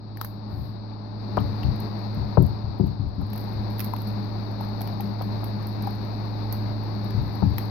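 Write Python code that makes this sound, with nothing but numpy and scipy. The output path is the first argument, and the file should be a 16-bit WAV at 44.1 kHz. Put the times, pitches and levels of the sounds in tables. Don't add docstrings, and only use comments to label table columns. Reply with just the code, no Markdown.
import sys
import numpy as np
from scipy import signal
from scipy.fft import rfft, irfft
from scipy.io import wavfile
from scipy.ndimage import uniform_filter1d, minimum_filter1d

SR = 44100
rng = np.random.default_rng(int(sys.argv[2]) if len(sys.argv) > 2 else 0)


def digitize_waveform(pressure):
    field = np.atleast_2d(pressure).T
    bounded = np.clip(field, -1, 1)
    quanta = np.round(bounded * 32767).astype(np.int16)
    wavfile.write(sys.argv[1], SR, quanta)


N = 339570
TIME = np.arange(N) / SR

# (frequency [Hz], t60 [s])
ROOM_DECAY = [(100, 0.31), (1000, 0.22), (5000, 0.18), (14000, 0.26)]
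# (time [s], level [dB])
BACKGROUND_DUCKING = [(0, -11.5), (.17, -7.5), (1.05, -6.5), (1.4, -.5), (2.36, -1), (2.385, -6),
                      (2.52, -2.5), (3.12, -7), (3.42, -1.07), (7.7, -.2)]
# (frequency [Hz], level [dB per Hz])
AIR_SPECTRUM = [
    [(15, -77), (75, -65.5), (170, -58), (270, -62), (490, -69.5), (860, -64), (1500, -79), (2500, -84),
     (3150, -95.5), (3800, -77.5), (4500, -72.5), (5500, -89), (6600, -103), (7500, -130), (12000, -107)],
    [(15, -88), (80, -66), (160, -67), (380, -65), (470, -72.5), (850, -82.5), (1700, -85.5), (2600, -91),
     (3200, -101), (6000, -107), (7200, -128), (9800, -121), (12200, -96), (16000, -113)],
]
# (frequency [Hz], coherence [0-1])
AIR_COHERENCE = [(30, 0.57), (100, 1), (300, 0.67), (600, 0.053), (1500, 0.083), (4000, 0.017)]
# (frequency [Hz], share [0-1])
AIR_DEEP_SHARE = [(1200, 0.016), (2000, 0.47), (3100, 0.33), (4000, .02), (5300, .1), (6500, 0.84)]
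# (frequency [Hz], left level [dB], right level [dB], left phase lead [rad])
HUM_TONES = [(26, -44, -59, 0), (55.4, -42, -45, -1.6), (107.1, -27.5, -26, -0.63),
             (212.9, -43.5, -36.5, 0.77), (292.9, -44, -43.5, 0.31), (317, -67, -63.5, 0),
             (364, -54.5, -64, -0.62), (589, -46, -69, -2)]
# (frequency [Hz], level [dB], t60 [s])
TABLE_MODES = [(43.5, -10.5, 0.35), (64, -22, 0.087), (95, -0.5, 0.16), (135.6, 0.5, 0.098),
               (168.4, -2.5, 0.097), (203.6, -1, 0.074), (276.3, -3.5, 0.1), (358, -11.5, 0.08)]
# (time [s], level [dB], corner [Hz], shudder [s])
PRESSES = [(.51, -24.5, 129, 0.13), (1.378, -14, 220, 0.058), (1.645, -11, 80, 0.023),
           (2.169, -18.5, 100, .05), (2.378, -1.5, 324, .028), (2.638, -19.5, 79, 0.028),
           (2.799, -6.5, 290, .02), (2.995, -15, 109, .045), (3.181, -15, 108, 0.016),
           (3.55, -22.5, 50, .03), (7.139, -13, 136, 0.062), (7.426, -6, 251, 0.029)]
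# (delay [s], level [dB], corner [ratio], shudder [ratio])
PRESS_STAGES = [(0, 1, 0.96, 1), (.04, -4.5, 0.47, 1), (.09, -19.5, .4, 1.6)]
# (time [s], level [dB], base pitch [Hz], tilt [dB per octave])
HOLLOW_SQUEEZES = [(1.3711, -7.5, 556, -3.5), (2.3717, -5.5, 490, -4), (2.7961, -15, 425, -14),
                   (7.4222, -18.5, 492, -2)]
# (pitch [ratio], level [dB], t60 [s], delay [s])
HOLLOW_MODES = [(1.001, 2, 0.013, 0.0005), (1.35, -2.5, 0.015, 0.0017), (1.7, 0, 0.03, .005),
                (2.12, -2, 0.014, 0), (2.7, -14, 0.018, .004), (5.4, -26, .006, 0)]
# (time [s],
# level [dB], pitch [Hz], t60 [s])
POPS_AND_SNAP_BODIES = [(.1722, -24, 1600, 0.0023), (.2129, -13.5, 1190, 0.0065), (.2472, -15.5, 1250, 0.0024),
                        (1.387, -27, 3200, 0.0061), (1.6327, -25.5, 2800, 0.0062), (3.2157, -30.5, 890, 0.021),
                        (3.936, -13, 930, 0.013), (4.6085, -21, 846, 0.041), (4.8096, -21, 843, 0.049),
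                        (4.9981, -24, 797, 0.036), (5.2112, -14.5, 811, .034), (5.4312, -23, 847, 0.035),
                        (5.8722, -17.5, 813, 0.034), (7.582, -19, 1105, 0.0067)]
# (frequency [Hz], level [dB])
FILM_SPECTRUM = [
    [(300, -31), (1200, -9), (2000, -2.5), (3000, -10), (5000, -4.5), (6500, -18), (8400, -32),
     (10600, -14.5), (13000, -1.5), (16000, -8.5)],
    [(300, -40), (1200, -21), (2000, -15.5), (3000, -16), (4800, -15.5), (6000, -18), (7200, -30),
     (9200, -27.5), (10800, -9), (12200, 3), (16000, -14)],
]
# (time [s], level [dB], left minus right [dB], wet body gain [dB], peel time [s])
FILM_SNAPS = [(.1723, -36, 3, -9, .01), (0.2136, -21.5, 3, -1.5, 0.031), (0.2477, -25, -3, -8, .035),
              (1.3704, -38, 5, 11.5, .05), (1.403, -40, 0, 1, .06), (1.6324, -40, 7, 6.5, .01),
              (1.7609, -44, -13, 3, .01), (1.8028, -32.5, -7, -11, .005), (1.9909, -47, 3, 1, .005),
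              (2.1478, -42, 12, -1, .005), (2.4247, -32.5, -9, -7, 0.0085),
              (2.4646, -37.5, 3.5, -5, 0.0092), (2.7876, -50, 3, -4.5, .01), (2.8614, -46, 8, -8, .01),
              (2.87, -44, 10, 0, .02), (3.0849, -52, 9, -2, .01), (3.2127, -51, -13, 0, 0.045),
              (3.2675, -48, 6, -8, .03), (3.3014, -43, -24, 9.5, 0.022), (3.333, -30.5, -8, 4, .1),
              (3.3603, -36, -11, 3, .06), (3.378, -31.5, -8, 4, 0.12), (3.5319, -44, -13, -2, .02),
              (3.7025, -41, -14, 10, .12), (3.784, -35, -14, -4, .02), (3.795, -22.5, -6, 5, .04),
              (3.804, -19.5, -10, 6.5, .035), (3.845, -25, -6, -8, .045), (3.9364, -32, -6, 5.5, .08),
              (3.9647, -33, -12, 9, 0.14), (4.0743, -37, -10, -5, 0.065), (4.6097, -36.5, -7, 1, 0.11),
              (4.8094, -33, -5, 6, .02), (4.817, -26.5, -6, -1, .06), (4.874, -33.5, -7, 7, .03),
              (5.007, -27.5, -5.5, 3, .07), (5.22, -33.5, -7, 7.5, 0.1), (5.443, -29, -8, 2, 0.06),
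              (5.6276, -46, -14, -2, .02), (5.671, -32, -8, 0, 0.06), (5.8234, -33, -10, 4, 0.074),
              (5.872, -36.5, -4, -12, .08), (5.9519, -45, -8.5, -2, .02), (6.0511, -46.5, -12, -1, 0.1),
              (6.5258, -22.5, -9, -8, 0.023), (6.8344, -46, -6, 2, .04), (7.0439, -42, -9, -1, .05),
              (7.1068, -37.5, -1, 10, .01), (7.219, -48, -12, 5, 0.18), (7.3272, -47.5, -12, 2, .06),
              (7.3534, -41, -10, -1, 0.21), (7.5829, -19.5, 2.5, 2, 0.087)]


def amp(db):
    return 10 ** (np.asarray(db) / 20)


def pan(db):
    return amp([[db / 2], [-db / 2]])


def unit(x):
    return x / np.sqrt(np.mean(x ** 2) + 1e-20)


def curve_at(points, hz):
    knots_hz, values = np.transpose(points)
    return np.interp(np.log(hz + 1), np.log(knots_hz), values)


def add(mix, start, sound):
    part = mix[:, max(round(start * SR), 0):][:, :sound.shape[1]]
    part += sound[:, :part.shape[1]]


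def drift(rate_hz):
    hz = np.fft.rfftfreq(N, 1 / SR)
    return unit(irfft(rfft(rng.standard_normal(N)) / (1 + (hz / rate_hz) ** 4), N))


def impulse(spectrum, size=1024):
    log_gain = np.log(amp(curve_at(spectrum, abs(np.fft.fftfreq(size, 1 / SR)))))
    return np.fft.ifft(np.exp(signal.hilbert(log_gain).conj())).real


def room(x, wet_db):
    hz, t, noise = signal.stft(rng.standard_normal((2, SR // 2)), SR, nperseg=256)
    decay = amp(-60 * t / curve_at(ROOM_DECAY, hz)[:, None])
    attack = 1 - np.exp(-t / 0.0085)
    tail = signal.istft(noise * decay * attack, SR, nperseg=256)[1]
    return x + amp(wet_db) * signal.fftconvolve(x, tail / np.linalg.norm(tail[0]), axes=1)[:, :N]


def ducking():
    return amp(np.interp(TIME, *np.transpose(BACKGROUND_DUCKING)))


def air(flutter_db=0.68, deep_power=3.4, boom_hz=203.8, boom_width_hz=12.7, boom_db=14):
    hz = np.fft.rfftfreq(N, 1 / SR)
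    left, other = rfft(rng.standard_normal((2, N))) * np.sqrt(SR / 2)
    coherence = np.clip(curve_at(AIR_COHERENCE, hz), -1, 1)
    right = coherence * left + np.sqrt(1 - coherence ** 2) * other
    boom = boom_db / (1 + (2 * (hz - boom_hz) / boom_width_hz) ** 2)
    rush = amp([curve_at(port, hz) + boom for port in AIR_SPECTRUM]) * np.array([left, right])
    deep_share = np.clip(curve_at(AIR_DEEP_SHARE, hz), 0, 1)
    body = irfft(rush * (1 - deep_share), N) * ducking()
    hiss = irfft(rush * deep_share, N) * ducking() ** deep_power
    return (body + hiss) * amp(flutter_db * drift(rate_hz=11))


def hum(waver_db=0.8, wander_s=0.0012, duck_power=0.99):
    out = np.zeros((2, N))
    sway, waver = drift(rate_hz=1.2), drift(rate_hz=2.7)
    for hz, left_db, right_db, lead in HUM_TONES:
        phase = 2 * np.pi * (hz * TIME + rng.random()) + wander_s * hz * sway
        out += amp([[left_db], [right_db]]) * np.sin([phase, phase - lead])
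    return out * amp(waver_db * waver) * ducking() ** duck_power


def thuds(right_db=-14, shudder=0.061, lowest_hz=55, lag_s=0.00058, rebound_ratio=0.43):
    out, t = np.zeros((2, N)), np.arange(SR // 2) / SR
    port_time = np.maximum(t - np.array([[0], [lag_s]]), 0)
    wood = sum(amp(db - 60 * t / t60) * np.sin(2 * np.pi * hz * port_time)
               for hz, db, t60 in TABLE_MODES)
    wood = signal.lfilter(*signal.butter(3, lowest_hz, "high", fs=SR), wood)
    pushes = [(start + delay, db + stage_db, corner_hz * softer, shudder_s * longer)
              for start, db, corner_hz, shudder_s in PRESSES
              for delay, stage_db, softer, longer in PRESS_STAGES]
    for start, db, corner_hz, shudder_s in pushes:
        force = shudder * rng.standard_normal(len(t)) * np.exp(-(t / shudder_s) ** 2)
        force[0] = 1
        push = signal.lfilter(*signal.butter(2, corner_hz, fs=SR), force)
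        push = signal.lfilter(*signal.butter(1, rebound_ratio * corner_hz, "high", fs=SR), push)
        thud = signal.fftconvolve(push[None], wood, axes=1)[:, :len(t)]
        add(out, start, amp(db) * amp([[0], [right_db]]) * thud / abs(thud).max())
    return out


def slide(start_s=0.43, length_s=0.36, hiss_db=-61, squish_db=-51, squish_hz=(400, 1600), right_db=-8):
    out, t = np.zeros((2, N)), np.arange(round(length_s * SR)) / SR
    hiss = np.array([unit(signal.lfilter(impulse(port), 1, rng.standard_normal(len(t))))
                     for port in FILM_SPECTRUM])
    band = signal.butter(4, squish_hz, "band", fs=SR)
    squish = unit(signal.lfilter(*band, rng.standard_normal(len(t))))
    squish *= np.sin(2 * np.pi * np.minimum(t / length_s, 0.5)) ** 2
    add(out, start_s, amp(hiss_db) * hiss * np.sin(np.pi * t / length_s) ** 2)
    add(out, start_s, amp(squish_db) * amp([[0], [right_db]]) * squish)
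    return out


def squelch_rings():
    return [(start + delay, db + mode_db + tilt * np.log2(ratio), hz * ratio, t60)
            for start, db, hz, tilt in HOLLOW_SQUEEZES
            for ratio, mode_db, t60, delay in HOLLOW_MODES]


def pops(rings, right_db=-13, echo_gain=0.85, scatter_s=0.0037, cutoff_ratio=1.25):
    out, t = np.zeros((2, N)), np.arange(SR // 10) / SR
    for start, db, hz, t60 in rings:
        soften = signal.butter(4, min(cutoff_ratio * hz, 9000), fs=SR)
        ring = signal.lfilter(*soften, np.cos(2 * np.pi * hz * t) * amp(-60 * t / t60))
        spread_s = min(scatter_s, t60 / 2)
        paths = rng.standard_normal((2, len(t))) * (t / spread_s) * np.exp(-2 * t / spread_s)
        echoes = signal.fftconvolve(paths, ring[None], axes=1)[:, :len(t)]
        echoes *= echo_gain * np.linalg.norm(ring) / np.linalg.norm(echoes, axis=1, keepdims=True)
        add(out, start, amp(db) * amp([[0], [right_db]]) * (ring + echoes))
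    return out


def peeling(base_db=-34.5, follow=0.65, fade_db=12, rise_s=0.008, stray_db=-75.5, stray_from_s=3.15):
    power, t = np.zeros((2, N)), np.arange(SR // 2) / SR
    for start, snap_db, pan_db, _, peel_s in FILM_SNAPS:
        attack = np.minimum(t / rise_s, 1)
        decay = amp(base_db + follow * snap_db - fade_db * t / peel_s)
        add(power, start, (attack * decay * pan(0.7 * pan_db)) ** 2)
    strays = amp(stray_db) * (TIME > stray_from_s)
    return np.sqrt(power + strays ** 2)


def crackle(threads_per_s=800, spread_db=4, left_db=-2, right_db=1, clump_db=3, clump_hz=45):
    sizes = amp(spread_db * np.minimum(rng.exponential(1, N), 5) + clump_db * drift(clump_hz))
    breaks = sizes * (rng.random(N) < threads_per_s / SR)
    ports = [unit(signal.oaconvolve(breaks * rng.standard_normal(N), impulse(port))[:N])
             for port in FILM_SPECTRUM]
    return np.array(ports) * amp([[left_db], [right_db]]) * peeling()


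def snaps(gain_db=3, tear_s=0.0007, scatter=0.22, scatter_s=0.003, splinter=0.031, splinter_s=0.012):
    out, lead = np.zeros((2, N)), SR // 256
    t = np.arange(-lead, SR // 16) / SR
    colour = np.array([impulse(port) for port in FILM_SPECTRUM])
    body_band = signal.butter(2, 7000, fs=SR)
    burst = np.exp(-abs(t) / np.where(t < 0, tear_s, scatter_s))
    for start, db, pan_db, body_db, _ in FILM_SNAPS:
        tick = scatter * rng.standard_normal((2, len(t))) * burst
        splinters = rng.standard_normal(len(t)) ** 3 * (rng.random(len(t)) < 0.1)
        tick += splinter * splinters * np.exp(-t / splinter_s) * (t > 0)
        tick[:, lead] = 1
        snap = signal.fftconvolve(tick, colour, axes=1)
        snap *= pan(pan_db) / np.linalg.norm(snap, axis=1, keepdims=True)
        snap *= 2.91 / np.linalg.norm(snap.mean(0))
        snap += (amp(body_db) - 1) * signal.lfilter(*body_band, snap)
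        add(out, start + t[0], amp(db + gain_db) * snap)
    return out


def scene():
    films = room(snaps() + crackle() + slide(), wet_db=-11.5)
    pockets = room(pops(POPS_AND_SNAP_BODIES + squelch_rings()), wet_db=-11.5)
    table = room(thuds(), wet_db=-6.5)
    return films + pockets + table + hum() + air()


def record(dry, ceiling=0.9, window=441, cutoff_hz=16100):
    allowed = np.minimum(1, ceiling / (abs(dry).max(0) + 1e-9))
    gain = uniform_filter1d(minimum_filter1d(allowed, size=window), size=window)
    lowpass = signal.firwin(401, cutoff_hz, window=("kaiser", 9), fs=SR)
    return signal.oaconvolve(dry * gain, lowpass[None], "same")


dry = scene()
out = record(dry)
digitize_waveform(out)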